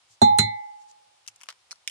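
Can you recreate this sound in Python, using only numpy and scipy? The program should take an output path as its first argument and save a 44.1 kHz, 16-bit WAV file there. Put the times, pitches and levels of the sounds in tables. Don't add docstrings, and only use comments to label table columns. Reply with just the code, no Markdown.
import sys
import numpy as np
from scipy import signal
from scipy.fft import rfft, irfft, next_fast_len
from scipy.io import wavfile
from scipy.ndimage import uniform_filter1d

SR = 44100
rng = np.random.default_rng(int(sys.argv[2]) if len(sys.argv) > 2 else 0)


def output_pcm(signal):
    pcm = np.clip(np.atleast_2d(signal).T, -1, 1) * 32767
    wavfile.write(sys.argv[1], SR, np.round(pcm).astype(np.int16))


def ratio(d):
    e = np.asarray(d, float) / 20
    return 10 ** e


N = 83790

# (time [s], click level [dB], thud level [dB], click pitch [Hz])
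KNOCKS = [
    (0.2165, -15.5, -18.5, 720),
    (0.3863, -3.5, -19, 9550),
]
FIRST_S, SECOND_S = KNOCKS[0][0], KNOCKS[1][0]
# (pitch [Hz], first knock [dB], second knock [dB], 60 dB decay [s])
BOARD = [(108.7, -9.5, -5.5, 0.4), (154, -21, -15, 0.32), (205.6, -1.5, -7.5, 0.21),
         (234.6, -3, -17.5, 0.21), (390, 0, -11.5, 0.075), (451, -4, -15, 0.087)]
BOARD_SOFT_HZ = 410


def at_hz(points, hz):
    points = np.array(points)
    return np.interp(np.log(hz), np.log(points[:, 0]), points[:, 1])


def rms_one(x):
    return x / np.sqrt(np.mean(x ** 2) + 1e-20)


def since(s):
    t = np.arange(N) / SR - s
    return np.maximum(t, 0), t >= 0


def sos_filter(x, order, hz, kind):
    return signal.sosfilt(signal.butter(order, hz, kind, fs=SR, output="sos"), x)


def soften(x, hz):
    return signal.lfilter(*signal.butter(1, hz, fs=SR), x)


def struck(s, hz, db, t60, pan_db, lead):
    out, i = np.zeros((2, N)), int(s * SR)
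    t = np.arange(min(N - i, int(1.6 * t60 * SR))) / SR
    swell = ratio(db - 60 * t / t60) * np.minimum(t / 0.0019, 1)
    sides = ratio(np.array([[pan_db], [-pan_db]]) / 2)
    phase = 2 * np.pi * hz * t + np.array([[lead], [0]])
    out[:, i:i + len(t)] = swell * sides * np.sin(phase)
    return out


def bands():
    # (pitch [Hz], likeness [-1 to 1])
    likeness = [(60, 0.41), (300, 0.94), (1000, 0), (4000, 0.), (12000, 0.)]
    edges = 22 * 2 ** np.arange(0, 10, .5)
    white = rng.standard_normal((2, 2, N))
    for k, (low, high) in enumerate(zip(edges, edges[1:])):
        mid, side = sos_filter(white[k % 2], 2, [low, high], "band")
        hz = np.sqrt(low * high)
        alike = np.clip(at_hz(likeness, hz), -1, 1)
        yield hz, np.sqrt(1 + alike) * mid + np.sqrt(1 - alike) * side * [[1], [-1]]


def colour(x, tone):
    hz = np.maximum(np.arange(1025) * SR / 2048, 20)
    c = irfft(np.log(ratio(at_hz(tone, hz))))
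    c[1:1024] *= 2
    c[1025:] = 0
    h = irfft(np.exp(rfft(c)))
    return signal.fftconvolve(x, h[None] / np.sqrt(np.sum(h ** 2)))[:, :N]


def resonate(x, hz, cycles):
    r, w = ratio(-60 * hz / (cycles * SR)), 2 * np.pi * hz / SR
    return signal.lfilter([0, np.sin(w)], [1, -2 * r * np.cos(w), r * r], x)


def kitchen(x):
    t60_s, wall_cut_hz = 0.44, 2900
    size = next_fast_len(N + SR // 2)
    w = 2 * np.pi * np.arange(size // 2 + 1) / size
    dull = 1 / (1 + 1j * w * SR / (2 * np.pi * wall_cut_hz))
    out = np.zeros((2, len(w)), complex)
    for k, lag in enumerate(rng.uniform(0.01, 0.052, 12) * SR):
        loop = ratio(-60 * lag / SR / t60_s) * dull * np.exp(-1j * w * lag)
        out[k % 2] += (-1) ** (k // 2) * loop / (1 - loop)
    return irfft(out * rfft(x, size), size)[:, :N]


def room_air():
    # (pitch [Hz], level per Hz [dB])
    air_tone = [(25, -27), (110, -10.5), (200, -21.5), (500, -13), (840, -5.5), (1700, -10), (4000, -7),
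                (9000, -13.5)]
    air_db, top_hz, above_db = -65.5, 11280, -19.5
    air = sum(ratio(at_hz(air_tone, hz)) * noise for hz, noise in bands())
    low = signal.sosfilt(signal.cheby2(10, 50, top_hz, fs=SR, output="sos"), air)
    return ratio(air_db) * rms_one(low + ratio(above_db) * air)


def sleeve():
    # (time [s], level [dB], half width [s])
    strokes = [
        (0.124, -60.5, 0.03),
        (0.38, -51, .004),
        (0.819, -65, 0.026),
        (0.899, -61.5, 0.021),
        (0.914, -56.5, 0.0023),
    ]
    # (pitch [Hz], level per Hz [dB])
    cloth_tone = [(1500, -21), (3000, -6), (4800, 0), (7000, 4), (10000, -16), (15000, -38.5)]
    cloth = sum(ratio(at_hz(cloth_tone, hz) - 30 * (hz < 1000)) * noise for hz, noise in bands())
    t = np.arange(N) / SR
    rubbing = sum(ratio(db) * np.exp(-((t - s) / width) ** 2) for s, db, width in strokes)
    return rubbing * rms_one(cloth)


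def bumps():
    # (time [s], level [dB])
    touches = [
        (.1, -66.5),
        (1.282, -69),
    ]
    hz, _, _, t60 = BOARD[0]
    out = sum(struck(s, hz, db, t60 / 2, 0, 0)[0] * np.minimum(since(s)[0] / 0.0058, 1)
              for s, db in touches)
    return soften(out, BOARD_SOFT_HZ)


def rattle():
    # (pitch [Hz], first knock [dB], second knock [dB], 60 dB decay [s])
    shaking = np.array([(59, -44, -41, 0.23), (204, -33, -37, 0.29), (463, -30, -38.5, 0.1),
                        (1192, -27, -27, 0.079), (2430, -43, -28, 0.08), (5060, -57.5, -25.5, 0.088),
                        (8000, -41.5, -31.5, 0.023), (13000, -60.5, -47, 0.041)])
    out = 0
    for hz, noise in bands():
        for k, knock in enumerate(KNOCKS):
            t, on = since(knock[0])
            db = at_hz(shaking[:, [0, 1 + k]], hz) - 60 * t / at_hz(shaking[:, [0, 3]], hz)
            out = out + (hz > 35) * on * ratio(db) * np.minimum(t * hz / 2, 1) * rms_one(noise)
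    gap = sos_filter(out, 3, [4500, 5600], "bandstop")
    return np.where(since(SECOND_S)[1], (out + gap) / 2, gap)


def push():
    lag_s, width_s, hz, push_db = .0132, 0.0041, 116, -1.5
    out = 0
    for s, _, thud_db, _ in KNOCKS:
        t = np.arange(N) / SR - s - lag_s
        pulse = np.exp(-(t / width_s) ** 2) * np.cos(2 * np.pi * hz * t)
        out = out + ratio(thud_db + push_db) * pulse
    return out


def board():
    lag_s, wobble_db = 0.0016, 3
    lead_s = 0.0001
    settle_s, settle_db_per_s = 0.48, 147
    settling = settle_db_per_s * since(settle_s)[0]
    out = np.zeros((2, N))
    for k, (hz, *levels, t60) in enumerate(BOARD):
        wobble = rms_one(np.interp(np.arange(N) / SR * 40, np.arange(80), rng.standard_normal(80)))
        lead = 2 * np.pi * hz * lead_s
        thuds = sum(struck(s + lag_s, hz, thud_db + db, t60, 0, lead)
                    for (s, _, thud_db, _), db in zip(KNOCKS, levels))
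        out += (-1) ** k * ratio(wobble_db * wobble - settling) * thuds
    return soften(out, BOARD_SOFT_HZ)


def bowl_pair():
    # (pitch [Hz], level [dB], 60 dB decay [s], change at second knock [dB])
    pair = [(829.4, -9, 1.05, -4), (848.3, -21, 1.0, 2)]
    # (left minus right [dB], left lead [radians])
    pair_aim = [(-3.8, -2.86), (2.2, 1.4)]
    lags_s = (0, .00015)
    change = np.minimum(since(SECOND_S)[0] / 0.015, 1)
    out = 0
    for (hz, db, t60, step_db), aim, lag in zip(pair, pair_aim, lags_s):
        out = out + struck(FIRST_S + lag, hz, db, t60, *aim) * ratio(step_db * change)
    return out


def bowl_overtones():
    # (first knock [dB], second knock [dB], 60 dB decay [s])
    glass = [(-36, -26, .56), (-43.5, -33.5, .5), (-29.5, -32, 0.28), (-22, -17.5, 0.21), (-40, -42, 0.11),
             (-38.5, -34, 0.14), (-31, -32, .1), (-32.5, -20, 0.1), (-40, -33.5, .11), (-32.5, -32.5, 0.15),
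             (-47, -33.5, .11), (-36.5, -26.5, 0.1), (-35.5, -29, 0.11), (-54, -29, 0.11)]
    # (pitch [Hz], left minus right [dB], left lead [radians])
    glass_aim = [(2029, 4.2, -1.9), (2194.7, -4, -.1), (3644.5, -18, -2.0), (4093.3, -18, -2.1),
                 (5728, -8, .2), (6185.5, -10.5, -.5), (6540, -4, -1), (7091.5, 1.5, 1.3), (7321, 0, .5),
                 (7581, -6, -1), (7975, 2, 1), (8422.5, 6.5, -2.16), (9248, 1.5, 1.6), (9389, 5, -1.7)]
    # (first knock [dB], second knock [dB], 60 dB decay [s])
    thin = [(-42, -33, 0.035), (-60.5, -41.5, 0.07), (-53, -51, .08), (-57, -29, 0.096), (-38, -46, .05),
            (-50.5, -56, .07), (-54, -57, .08), (-69, -43, .06), (-68.5, -48, .07)]
    thin_hz = [11450, 11950, 12590, 7903, 1825, 13290, 13990, 14670, 15060]
    # (pitch [Hz], first [dB], second [dB], 60 dB decay [s])
    crowd = np.array([(5585, -49, -35, .07), (7500, -41.5, -36, 0.028), (10000, -41.5, -41, 0.021)])
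    modes = [(hz, *row, pan_db, lead) for row, (hz, pan_db, lead) in zip(glass, glass_aim)]
    modes += [(hz, *row, *rng.normal(0, [3, .8])) for hz, row in zip(thin_hz, thin)]
    for place, a, b, c, d in rng.standard_normal((26, 5)):
        hz = crowd[0, 0] + (crowd[-1, 0] - crowd[0, 0]) * (place * 10 % 1)
        first_db, second_db, t60 = (at_hz(crowd[:, [0, k]], hz) for k in (1, 2, 3))
        modes.append((hz, first_db + 4 * a, second_db + 4 * b, t60, 2 * c, d))
    out = 0
    for hz, first_db, second_db, *rest in modes:
        out = out + struck(FIRST_S, hz, first_db, *rest) + struck(SECOND_S, hz, second_db, *rest)
    return out


def contact():
    out = np.zeros((2, N))
    fade = np.exp(-np.arange(600) / SR / .0004)
    for s, db, _, hz in KNOCKS:
        i = int(s * SR)
        burst = [[1, .6], [1, -.6]] @ rng.standard_normal((2, 600)) * fade
        ring = resonate(resonate(burst, hz, 16.0), hz, 8.0)
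        out[:, i:i + 600] += ratio(db) * ring / np.abs(ring).max()
    return out


def shell():
    crack_s = [1.2638, 1.266, 1.2772, 1.2832, 1.3015, 1.361, 1.4065, 1.4132, 1.4197, 1.4337, 1.458, 1.468,
               1.4868, 1.4885, 1.4985, 1.503, 1.509, 1.526, 1.6885, 1.7098, 1.7143, 1.7185, 1.727, 1.7578,
               1.8761, 1.881, 1.8975]
    # (peak [dB], ringing pitch [Hz], length [s], ring level [dB])
    cracks = [(-44.5, 2700, 0.00073, 11), (-42, 3700, .0008, 1), (-24.5, 6500, 0.0035, -6),
              (-27, 2960, 0.0038, 0.5), (-48, 3000, 0.0017, 2), (-39.5, 7240, 0.0019, 16),
              (-44, 3400, .0012, -8), (-33, 2550, 0.0025, 0), (-37.5, 2600, 0.0017, -10),
              (-34, 3250, 0.0034, -6), (-46.5, 1200, .001, 5), (-49, 3400, 0.0028, -4),
              (-26, 5170, 0.00045, -3), (-25.5, 2030, 0.0035, -5.5), (-33.5, 1510, 0.0024, -14),
              (-32, 4500, 0.0034, -6), (-38.5, 2100, 0.0034, 1), (-42.5, 2400, 0.0025, 3),
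              (-74.5, 8000, 0.0011, -5), (-32, 2400, 0.00097, -7), (-27.5, 4200, 0.0031, 1.5),
              (-29.5, 6400, 0.006, -20), (-35.5, 1400, 0.0013, 3), (-48, 5500, .001, 4),
              (-12, 2390, 0.00045, -2), (-27.5, 3620, 0.0014, 3), (-28.5, 3100, 0.0027, 8)]
    # (start [s], low left minus right [dB], share of ring time, lowest [Hz])
    runs = [
        (1.2, 6.5, 0.22, 500),
        (1.4, 9, 0.25, 550),
        (1.48, 4, 0.55, 328),
        (1.6, 7.5, 1.3, 331),
        (1.8, -10, 1.3, 1460),
    ]
    # (pitch [Hz], level per Hz [dB])
    run_tones = [
        [(290, -47), (500, -31), (1190, -12.5), (1720, -13), (2850, -11), (3750, -10), (6060, 3.5), (10400, -8),
         (16000, -36)],
        [(290, -39), (500, -19), (988, -6), (1980, -9), (2770, 1.5), (3700, -13), (5550, -3), (10100, -8.5),
         (16000, -42)],
        [(180, -46), (300, -20.5), (1480, -2.5), (1720, -9.5), (3190, -1), (3520, -4), (5160, -4),
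         (10600, -17.5), (16000, -38)],
        [(180, -40), (300, -22.5), (1360, -13.5), (3890, -22.5), (4230, -5), (6000, -3), (6960, -16.5),
         (10200, -13.5), (16000, -60)],
        [(900, -27), (2200, -8), (3600, -5.5), (4300, -18), (5200, -2), (7200, -11.5), (9500, -9.5),
         (12000, -26.5)],
    ]
    splinters_per_s, splinter_db, own_db = 10000, -7.5, 3
    ring_db, ring_s, after_db, after_s = -5, 0.022, -9.5, 0.0074
    low_share = 0.084
    pan_below_hz = 4300
    out, t = np.zeros((2, N + 4000)), np.arange(4000) / SR
    for s, (db, hz, length, more_ring_db) in zip(crack_s, cracks):
        run = sum(s > row[0] for row in runs) - 1
        _, pan_db, ring_share, lowest_hz = runs[run]
        draw = rng.random((3, 4000))
        shower = (draw[0] < splinters_per_s / SR) * np.log(draw[1]) * np.sign(draw[2] - .5)
        fade = np.exp(-t / max(length, .0005)) + ratio(after_db) * np.exp(-t / after_s)
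        snap = ratio(splinter_db) * shower * fade
        snap[0] = 3
        strength = np.sqrt(uniform_filter1d(snap ** 2, size=20).clip(0))
        snap = snap + ratio(own_db) * rng.standard_normal((2, 4000)) * strength
        cycles = ring_share * ring_s * hz * min(hz / 4000, 1)
        ring = rms_one(resonate(snap * (t < 2 * length), hz, cycles))
        hit = rms_one(colour(snap, run_tones[run])[:, :4000]) + ratio(ring_db + more_ring_db) * ring
        hit = sos_filter(hit, 4, lowest_hz + low_share * min(hz, 3000), "high")
        hit = hit + soften(hit, pan_below_hz) * (ratio(np.array([[.5], [-.5]]) * pan_db) - 1)
        i = int(s * SR)
        out[:, i:i + 4000] += ratio(db) * hit / np.abs(hit.mean(0)).max()
    return out[:, :N]


def scene():
    port_lag_s, board_low_hz, kitchen_db = -0.00008, 71, -28
    near = contact() + shell()
    near[0] = np.interp(np.arange(N) - port_lag_s * SR, np.arange(N), near[0])
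    wood = sos_filter(board() + bumps() + push(), 2, board_low_hz, "high")
    noises = room_air() + sleeve() + rattle()
    echoes = ratio(kitchen_db) * kitchen(near[1])
    return near + bowl_pair() + bowl_overtones() + wood + noises + echoes


def low_pass(x):
    return signal.sosfilt(signal.butter(12, 16490, fs=SR, output="sos"), x)


def record(dry):
    cut = signal.cheby2(12, 60, 16450, fs=SR, output="sos")
    rounded = 1.7 * np.tanh(dry / 1.53)
    return low_pass(signal.sosfilt(cut, rounded))


dry = scene()
out = record(dry)
output_pcm(out)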